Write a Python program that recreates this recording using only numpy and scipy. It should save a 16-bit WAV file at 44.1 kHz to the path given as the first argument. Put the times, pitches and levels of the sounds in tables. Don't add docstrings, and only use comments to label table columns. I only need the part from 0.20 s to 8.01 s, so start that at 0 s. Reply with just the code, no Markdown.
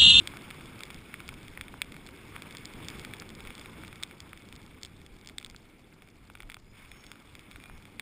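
import sys
import numpy as np
from scipy import signal
from scipy.io import wavfile
from scipy.ndimage import uniform_filter1d, minimum_filter1d

SR = 44100
rng = np.random.default_rng(int(sys.argv[2]) if len(sys.argv) > 2 else 0)


def nominal_scale(level):
    x = np.asarray(level, float) / 20
    return 10 ** x


def digitize_waveform(pressure):
    field = np.atleast_2d(pressure).T
    bounded = np.clip(field, -1, 1)
    quanta = np.round(bounded * 32767).astype(np.int16)
    wavfile.write(sys.argv[1], SR, quanta)


N = 344421


def evened(x):
    return x / np.sqrt(np.mean(x ** 2) + 1e-20)


def control(rows, column):
    rows = np.array(rows)
    return np.interp(np.arange(N) / SR, rows[:, 0], rows[:, column])


def bump(centre_s, length_s):
    t = np.arange(N) / SR
    return np.exp(-(2 * (t - centre_s) / length_s) ** 2)


def noise(colour, size, patchy_db, flicker_db):
    frames = 4 * N // size + 5
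    hz = np.fft.rfftfreq(size, 1 / SR)
    real, imaginary, patches = rng.standard_normal((frames, len(hz), 3)).T
    patches = uniform_filter1d(patches, size=8, axis=0)
    patches = evened(uniform_filter1d(patches, size=10, axis=1))
    flicker = evened(uniform_filter1d(rng.standard_normal(frames), size=4))
    curve_hz, curve_db = np.transpose(colour)
    colour_db = np.interp(np.log(hz + 1), np.log(curve_hz + 1), curve_db, left=-90, right=-90)
    level_db = colour_db[:, None] + patchy_db * patches + flicker_db * flicker
    z = (real + 1j * imaginary) * nominal_scale(level_db)
    return evened(signal.istft(z, nperseg=size, noverlap=3 * size // 4)[1][:N])


def ring(modes, phases):
    t = np.arange(600) / SR
    x = 0
    for (hz, db, t60), phase in zip(modes, phases):
        x = x + nominal_scale(db - 60 * t / t60) * np.sin(2 * np.pi * (hz * t + phase))
    x = x * (1 - np.exp(-t / .00045))
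    return x / abs(x).max()


# (time [s], level [dB])
WIND_ROAR = [(0.0, -49), (0.82, -52), (0.96, -52.5), (2.54, -51.5), (2.56, -48), (3.5, -52.5), (3.59, -49),
             (3.81, -54.5), (4.3, -55), (6.07, -60), (6.29, -57), (6.35, -61.5), (6.63, -59.5),
             (7.81, -55.5)]
# (time [s], level over the buffeting [dB], length [s])
GUSTS = [(0.798, 15, .1), (1.073, 10, 0.081), (2.54, 5, .1), (2.766, 11, 0.13), (3.482, 10, 0.11),
         (3.7, 13.5, 0.11), (5.123, 6, .08), (6.26, 8, 0.11), (7.094, 5.5, 0.12), (7.355, 12, .06),
         (7.56, 13, 0.073)]
# (frequency [Hz], level [dB per Hz])
BUFFET_COLOUR = [(7.1, -33.5), (12, 4), (81, -3.5), (120, -4), (160, -26), (260, -120)]
# (frequency [Hz], level [dB per Hz])
ROAR_COLOUR = [(35, -47), (60, 13), (86, -2), (221, -3), (372, -7), (633, -20.5), (900, -18.5), (1170, -60),
               (1980, -120)]
# (frequency [Hz], level [dB per Hz])
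AIR_COLOUR = [(600, 3.5), (1400, -10), (5000, -8), (5900, -10)]


def wind():
    roar_db = control(WIND_ROAR, column=1)
    gust_db = sum(db * bump(s, length_s) for s, db, length_s in GUSTS)
    buffet_db = -57.5 + 0.5 * (roar_db + 53) + gust_db
    buffet = nominal_scale(buffet_db) * noise(BUFFET_COLOUR, size=4096, patchy_db=1.7, flicker_db=3.5)
    roar = nominal_scale(roar_db + 0.55) * noise(ROAR_COLOUR, size=1024, patchy_db=0.5, flicker_db=1.03)
    air = nominal_scale(-70.0) * noise(AIR_COLOUR, size=256, patchy_db=4.5, flicker_db=5.5)
    lurch_s, lurch_hz = 6.255, 30
    swing = np.sin(2 * np.pi * lurch_hz * (np.arange(N) / SR - lurch_s))
    lurch = nominal_scale(-43.5) * bump(lurch_s, length_s=.09) * swing
    return buffet + roar + air + lurch


# (time [s], level [dB])
SLIDE = [(0.0, -52.5), (0.45, -55), (0.9, -56.5), (1.8, -59), (2.25, -54), (2.5, -56), (2.75, -51),
         (3.1, -58), (3.3, -54), (3.9, -59), (4.6, -63), (5.5, -66.5), (6.3, -67.5), (6.42, -70.5),
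         (6.52, -69), (6.56, -58.5), (6.9, -62), (7.81, -62.5)]
# (frequency [Hz], level [dB per Hz])
HISS_COLOUR = [(290, -19), (500, 1), (647, -9), (780, -8.5), (948, 2), (1360, 2.5), (1880, -2.5), (2280, 2),
               (3020, -4), (3480, -2.5), (4330, -18), (5160, -7), (5900, -22.5), (7670, -45), (13000, -120)]
# (frequency [Hz], level [dB], t60 [s])
SHELL = [
    [(940, 1, 0.0034), (1427, 8.5, 0.0053)],
    [(1900, -1.5, 0.0046), (2236, 3.5, 0.006), (2460, -23, 0.015)],
    [(3385, -18, 0.035), (3537, 1, 0.0068), (3790, 6, 0.0022)],
    [(4494, 26.5, 0.0021), (5016, 4, 0.0061)],
]


def board():
    hiss = noise(HISS_COLOUR, size=256, patchy_db=2.0, flicker_db=0.6)
    ridge_hz, ridge_width_hz = 2197, 160
    ridge = signal.lfilter(*signal.iirpeak(ridge_hz, ridge_hz / ridge_width_hz, SR), hiss)
    hiss = hiss + nominal_scale(-12) * evened(ridge)
    grains_per_s = 320
    lands = rng.random(N) < grains_per_s / SR
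    size = nominal_scale(3.2 * np.minimum(rng.exponential(1, N), 3)) * lands
    grains = 0
    for group, group_db in zip(SHELL, (-11.5, -0.5, -4.0, -3.5)):
        spread_db = 7.1 * rng.standard_normal(N).clip(-2, 2)
        share = nominal_scale(group_db + spread_db) * rng.choice([-1, 1], N)
        grains = grains + signal.oaconvolve(size * share, ring(group, rng.random(3)))[:N]
    return nominal_scale(control(SLIDE, column=1)) * (nominal_scale(1.0) * hiss + nominal_scale(-5.5) * evened(grains))


# (time [s], peak level [dB], brightness [dB per mode group], focus [dB per group squared])
KNOCKS = [(0.0739, -21, 8, -10.5), (0.6062, -30.5, -4, -2.5), (0.9413, -26.5, -15.5, -11.2),
          (1.0898, -26, -4, -3.5), (1.3748, -28.5, -22, -12.5), (1.411, -26, -2, -6.0),
          (1.6179, -16.5, -0.3, -8.5), (2.9365, -28, -4, -7), (3.8273, -30, 1, -1.5),
          (3.8341, -18, 12.5, -10), (4.0037, -31.5, 6, -3.5), (4.6325, -26.3, 6.5, -0.5),
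          (4.6495, -30.3, 18, -15), (5.0732, -31.5, 10.5, -5), (5.0883, -36.6, 1.5, -0.5),
          (5.1829, -23.9, 9, -11.5), (5.2468, -28.5, 15, -15), (5.2622, -37, 0, 0),
          (5.2992, -36.5, 4.4, -1.4), (5.3627, -39, 8.6, -4.4), (5.8215, -42.5, -4, -6.2),
          (6.1, -36, -9.5, -1.5), (6.1528, -33, -8, -3), (6.2038, -33.5, -5, -3.0), (6.2993, -32, -4, -7),
          (6.318, -36.4, -2, -3), (6.3438, -32.5, 0.8, -2.5), (6.9163, -32, -1, -0.3),
          (7.1525, -35.5, -1, -3), (7.7962, -23.5, -2.5, -7.5)]
# (time [s], peak level [dB], brightness [dB per mode group])
BACK_TICKS = [(0.1376, -34, -21), (0.4091, -36.5, -9), (0.7034, -31.5, -5), (1.0032, -32.5, -5),
              (1.5406, -33.5, -31), (1.7427, -40.8, -3.9), (1.8893, -37.5, -6), (2.1632, -29.5, -7),
              (2.3833, -36.5, -2), (3.2512, -37, -4.0), (3.2726, -36, 0), (3.636, -35, -12),
              (3.7283, -35.5, -5.0), (3.911, -38.5, -4.5), (4.1316, -33.5, -7.5), (4.816, -45.5, 1),
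              (5.2127, -40, -6.9), (5.3466, -40.5, -14), (5.7269, -50, -8.2), (5.8749, -51, -3),
              (6.2316, -40, -7), (6.293, -45.8, -12), (6.368, -37, -10), (6.8443, -47, 1),
              (6.9563, -42, -9), (7.319, -41, -3), (7.3594, -36, -4.5), (7.4979, -37, -28),
              (7.624, -47.5, 2), (7.6536, -38.5, -2)]
# (time [s], peak level [dB], brightness [dB per mode group])
SIDE_TICKS = [(0.1706, -31.5, -3), (0.3094, -32, -4.5), (0.5918, -41, 15), (0.7078, -38, 1),
              (1.1402, -37.5, 1), (1.645, -43.5, 1), (1.7215, -35.5, -3), (1.7656, -37, -5),
              (2.1813, -47, -4), (2.2214, -31.5, -1), (2.8492, -30, 0), (3.0214, -33.5, -6),
              (3.2049, -33.5, -1.5), (3.305, -31, -4.5), (3.4586, -32.5, -5.5), (3.6486, -35.5, -2.2),
              (3.7577, -39.5, 1), (4.2216, -43.4, 1), (4.3258, -34, -1), (4.6633, -42, 3),
              (5.0968, -39.5, -1.7), (5.2273, -38.5, -1.4), (5.8872, -48.5, 3), (6.1735, -45.2, -6),
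              (6.2226, -42, 2), (6.324, -42, -2.7), (6.8396, -41.5, 0), (7.1931, -38, 0.5),
              (7.4011, -41, -5), (7.458, -40, -7)]
# (time [s], peak level [dB], brightness [dB per mode group])
FRONT_TICKS = [(0.3044, -33.4, -2), (0.6346, -28.5, 2.8), (1.079, -35.7, 11), (1.2816, -37, 0),
               (1.482, -35.5, -2.5), (1.8713, -40.6, 8), (2.3498, -34.5, -1), (2.3698, -32.5, 7.5),
               (2.4553, -28.5, 14), (2.6847, -23.5, 7.5), (2.9992, -31, 19), (3.1028, -36.5, 2),
               (3.151, -36.5, 10), (3.3794, -37.5, 1), (3.3955, -36.6, 9), (3.4127, -37, -0.1),
               (4.1748, -38.5, 3.5), (4.3624, -41, 7), (4.658, -39.8, 15), (4.8636, -41, 3),
               (5.0127, -45.0, 6), (5.0477, -45, 4), (5.0603, -44, 2.8), (5.1997, -42, 5.0),
               (5.267, -45.0, 3), (5.3106, -45, 6), (6.7163, -35.5, -1.5), (6.8658, -40, 8),
               (7.313, -38.5, 0.0), (7.4388, -38, -2)]
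# (time [s], peak level [dB])
PORT_TICKS = [(0.457, -41), (0.6535, -40), (0.7445, -36.5), (1.2301, -41), (1.4159, -44.6), (1.8647, -40),
              (2.309, -38), (2.325, -39), (2.4504, -44), (2.5371, -41.5), (2.6467, -39.7), (2.7016, -33),
              (2.7955, -35), (2.9674, -40.4), (3.0914, -38), (3.352, -36.5), (3.58, -44.5), (3.6707, -42),
              (3.6798, -38.5), (3.816, -62), (4.093, -46), (4.288, -43.5), (4.354, -44), (4.4167, -46.5),
              (4.429, -49), (4.4634, -45), (4.6148, -46), (4.6238, -46.2), (4.9652, -48), (6.305, -47)]
COUPLING_DB = (-1.9, 1.1, -1.2, 2)


def ticks():
    hits = list(KNOCKS)
    for rows, focus_db in ((BACK_TICKS, -3), (SIDE_TICKS, -3), (FRONT_TICKS, -4.5)):
        hits += [(*row, focus_db) for row in rows]
    hits += [(*row, 4.5, -4) for row in PORT_TICKS]
    place = np.arange(4) - 1.5
    lean = 0.54
    out = np.zeros(N + 2000)
    for (s, peak_db, bright, focus), chance in zip(hits, rng.random((len(hits), 14))):
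        share = nominal_scale(bright * place + focus * place ** 2 + np.array(COUPLING_DB))
        share = share / np.linalg.norm(share)
        phases = .3 * chance[:12].reshape(4, 3)
        tick = 0
        for group, gain, phase in zip(SHELL, share, phases):
            leaning = [(hz, db + lean * bright * k, t60) for k, (hz, db, t60) in enumerate(group)]
            tick = tick + gain * ring(leaning, phase)
        tick = tick * nominal_scale(peak_db + 3.0)
        at = round((s - .0002) * SR)
        out[at:at + len(tick)] += tick
        at += round((0.001073 + 0.0031 * chance[12]) * SR)
        out[at:at + len(tick)] += nominal_scale(-23.5 + 4.8 * chance[13]) * tick
    return signal.sosfilt(signal.butter(3, 650, "high", fs=SR, output="sos"), out[:N])


# (time [s], length [s], first pitch [Hz], settled pitch [Hz], level [dB])
WHISTLE = [
    (6.44, .19, 4880, 5170, -73),
    (6.69, .29, 5250, 5410, -63),
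    (7.29, .2, 5290, 5400, -73),
    (7.49, .11, 5480, 5180, -71),
    (7.41, .19, 2400, 2420, -60),
    (6.7, .1, 2420, 2480, -63),
]


def whistle():
    out = np.zeros(N)
    for s, length, first_hz, hz, db in WHISTLE:
        t = np.arange(0, length, 1 / SR)
        waver, breaks = (evened(uniform_filter1d(rng.standard_normal(len(t)), size=400)) for _ in range(2))
        glide_s = .07
        glide = hz + (first_hz - hz) * np.exp(-(t / glide_s) ** 2)
        turns = np.cumsum(glide * (1 + .003 * waver)) / SR
        swell_db = -12 * (2 * t / length - .8) ** 2
        swell = nominal_scale(db + swell_db + 3.5 * breaks)
        out[round(s * SR):][:len(t)] += swell * np.sin(2 * np.pi * turns)
    return out


def scene():
    return np.tile(wind() + board() + ticks() + whistle(), (2, 1))


# (frequency [Hz], level [dB per Hz])
PREAMP_COLOUR = [(15, 1), (500, -8), (1000, -19.5), (3000, -19), (4500, -15), (5900, -20)]


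def preamp_hiss(channels):
    each = [noise(PREAMP_COLOUR, size=1024, patchy_db=-2, flicker_db=0.5) for _ in range(channels)]
    return nominal_scale(-78) * np.array(each)


def sample_and_hold(sound):
    hold_hz = 12000
    low = signal.sosfilt(signal.butter(12, 5700, fs=SR, output="sos"), sound)
    mirrored = low * (1 + 2 * np.cos(2 * np.pi * hold_hz * np.arange(N) / SR))
    hz, _, z = signal.stft(mirrored, SR, nperseg=512)
    z = z * np.sinc(hz / hold_hz)[:, None]
    return hz, z + nominal_scale(-107) * np.exp(2j * np.pi * rng.random(z.shape[1:]))


def top_band_gate(hz, z):
    top_hz = 15330
    top = abs(z[0, hz > top_hz]).mean(0)
    under = abs(z[0, (hz > 13800) & (hz < top_hz)]).mean(0)
    under = uniform_filter1d(under, size=5)
    floor = uniform_filter1d(minimum_filter1d(top, size=30), size=30)
    opens = top > nominal_scale(15) * floor
    hz = hz[:, None]
    fringe = (under > 1.12 * uniform_filter1d(under, size=60)) * (hz < 15950)
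    slope = nominal_scale(-11 - .011 * (hz - top_hz))
    gate = np.maximum(opens, fringe) * (hz < 16450) * slope
    return z * np.where(hz > top_hz, gate, 1)


def roll_off(x):
    return signal.sosfilt(signal.butter(12, 16500, fs=SR, output="sos"), x)


def record(dry):
    hz, z = sample_and_hold(dry + preamp_hiss(len(dry)))
    z = top_band_gate(hz, z)
    mix = signal.istft(z, SR, nperseg=512)[1][:, :N]
    return roll_off(mix)


dry = scene()
out = record(dry)
digitize_waveform(out)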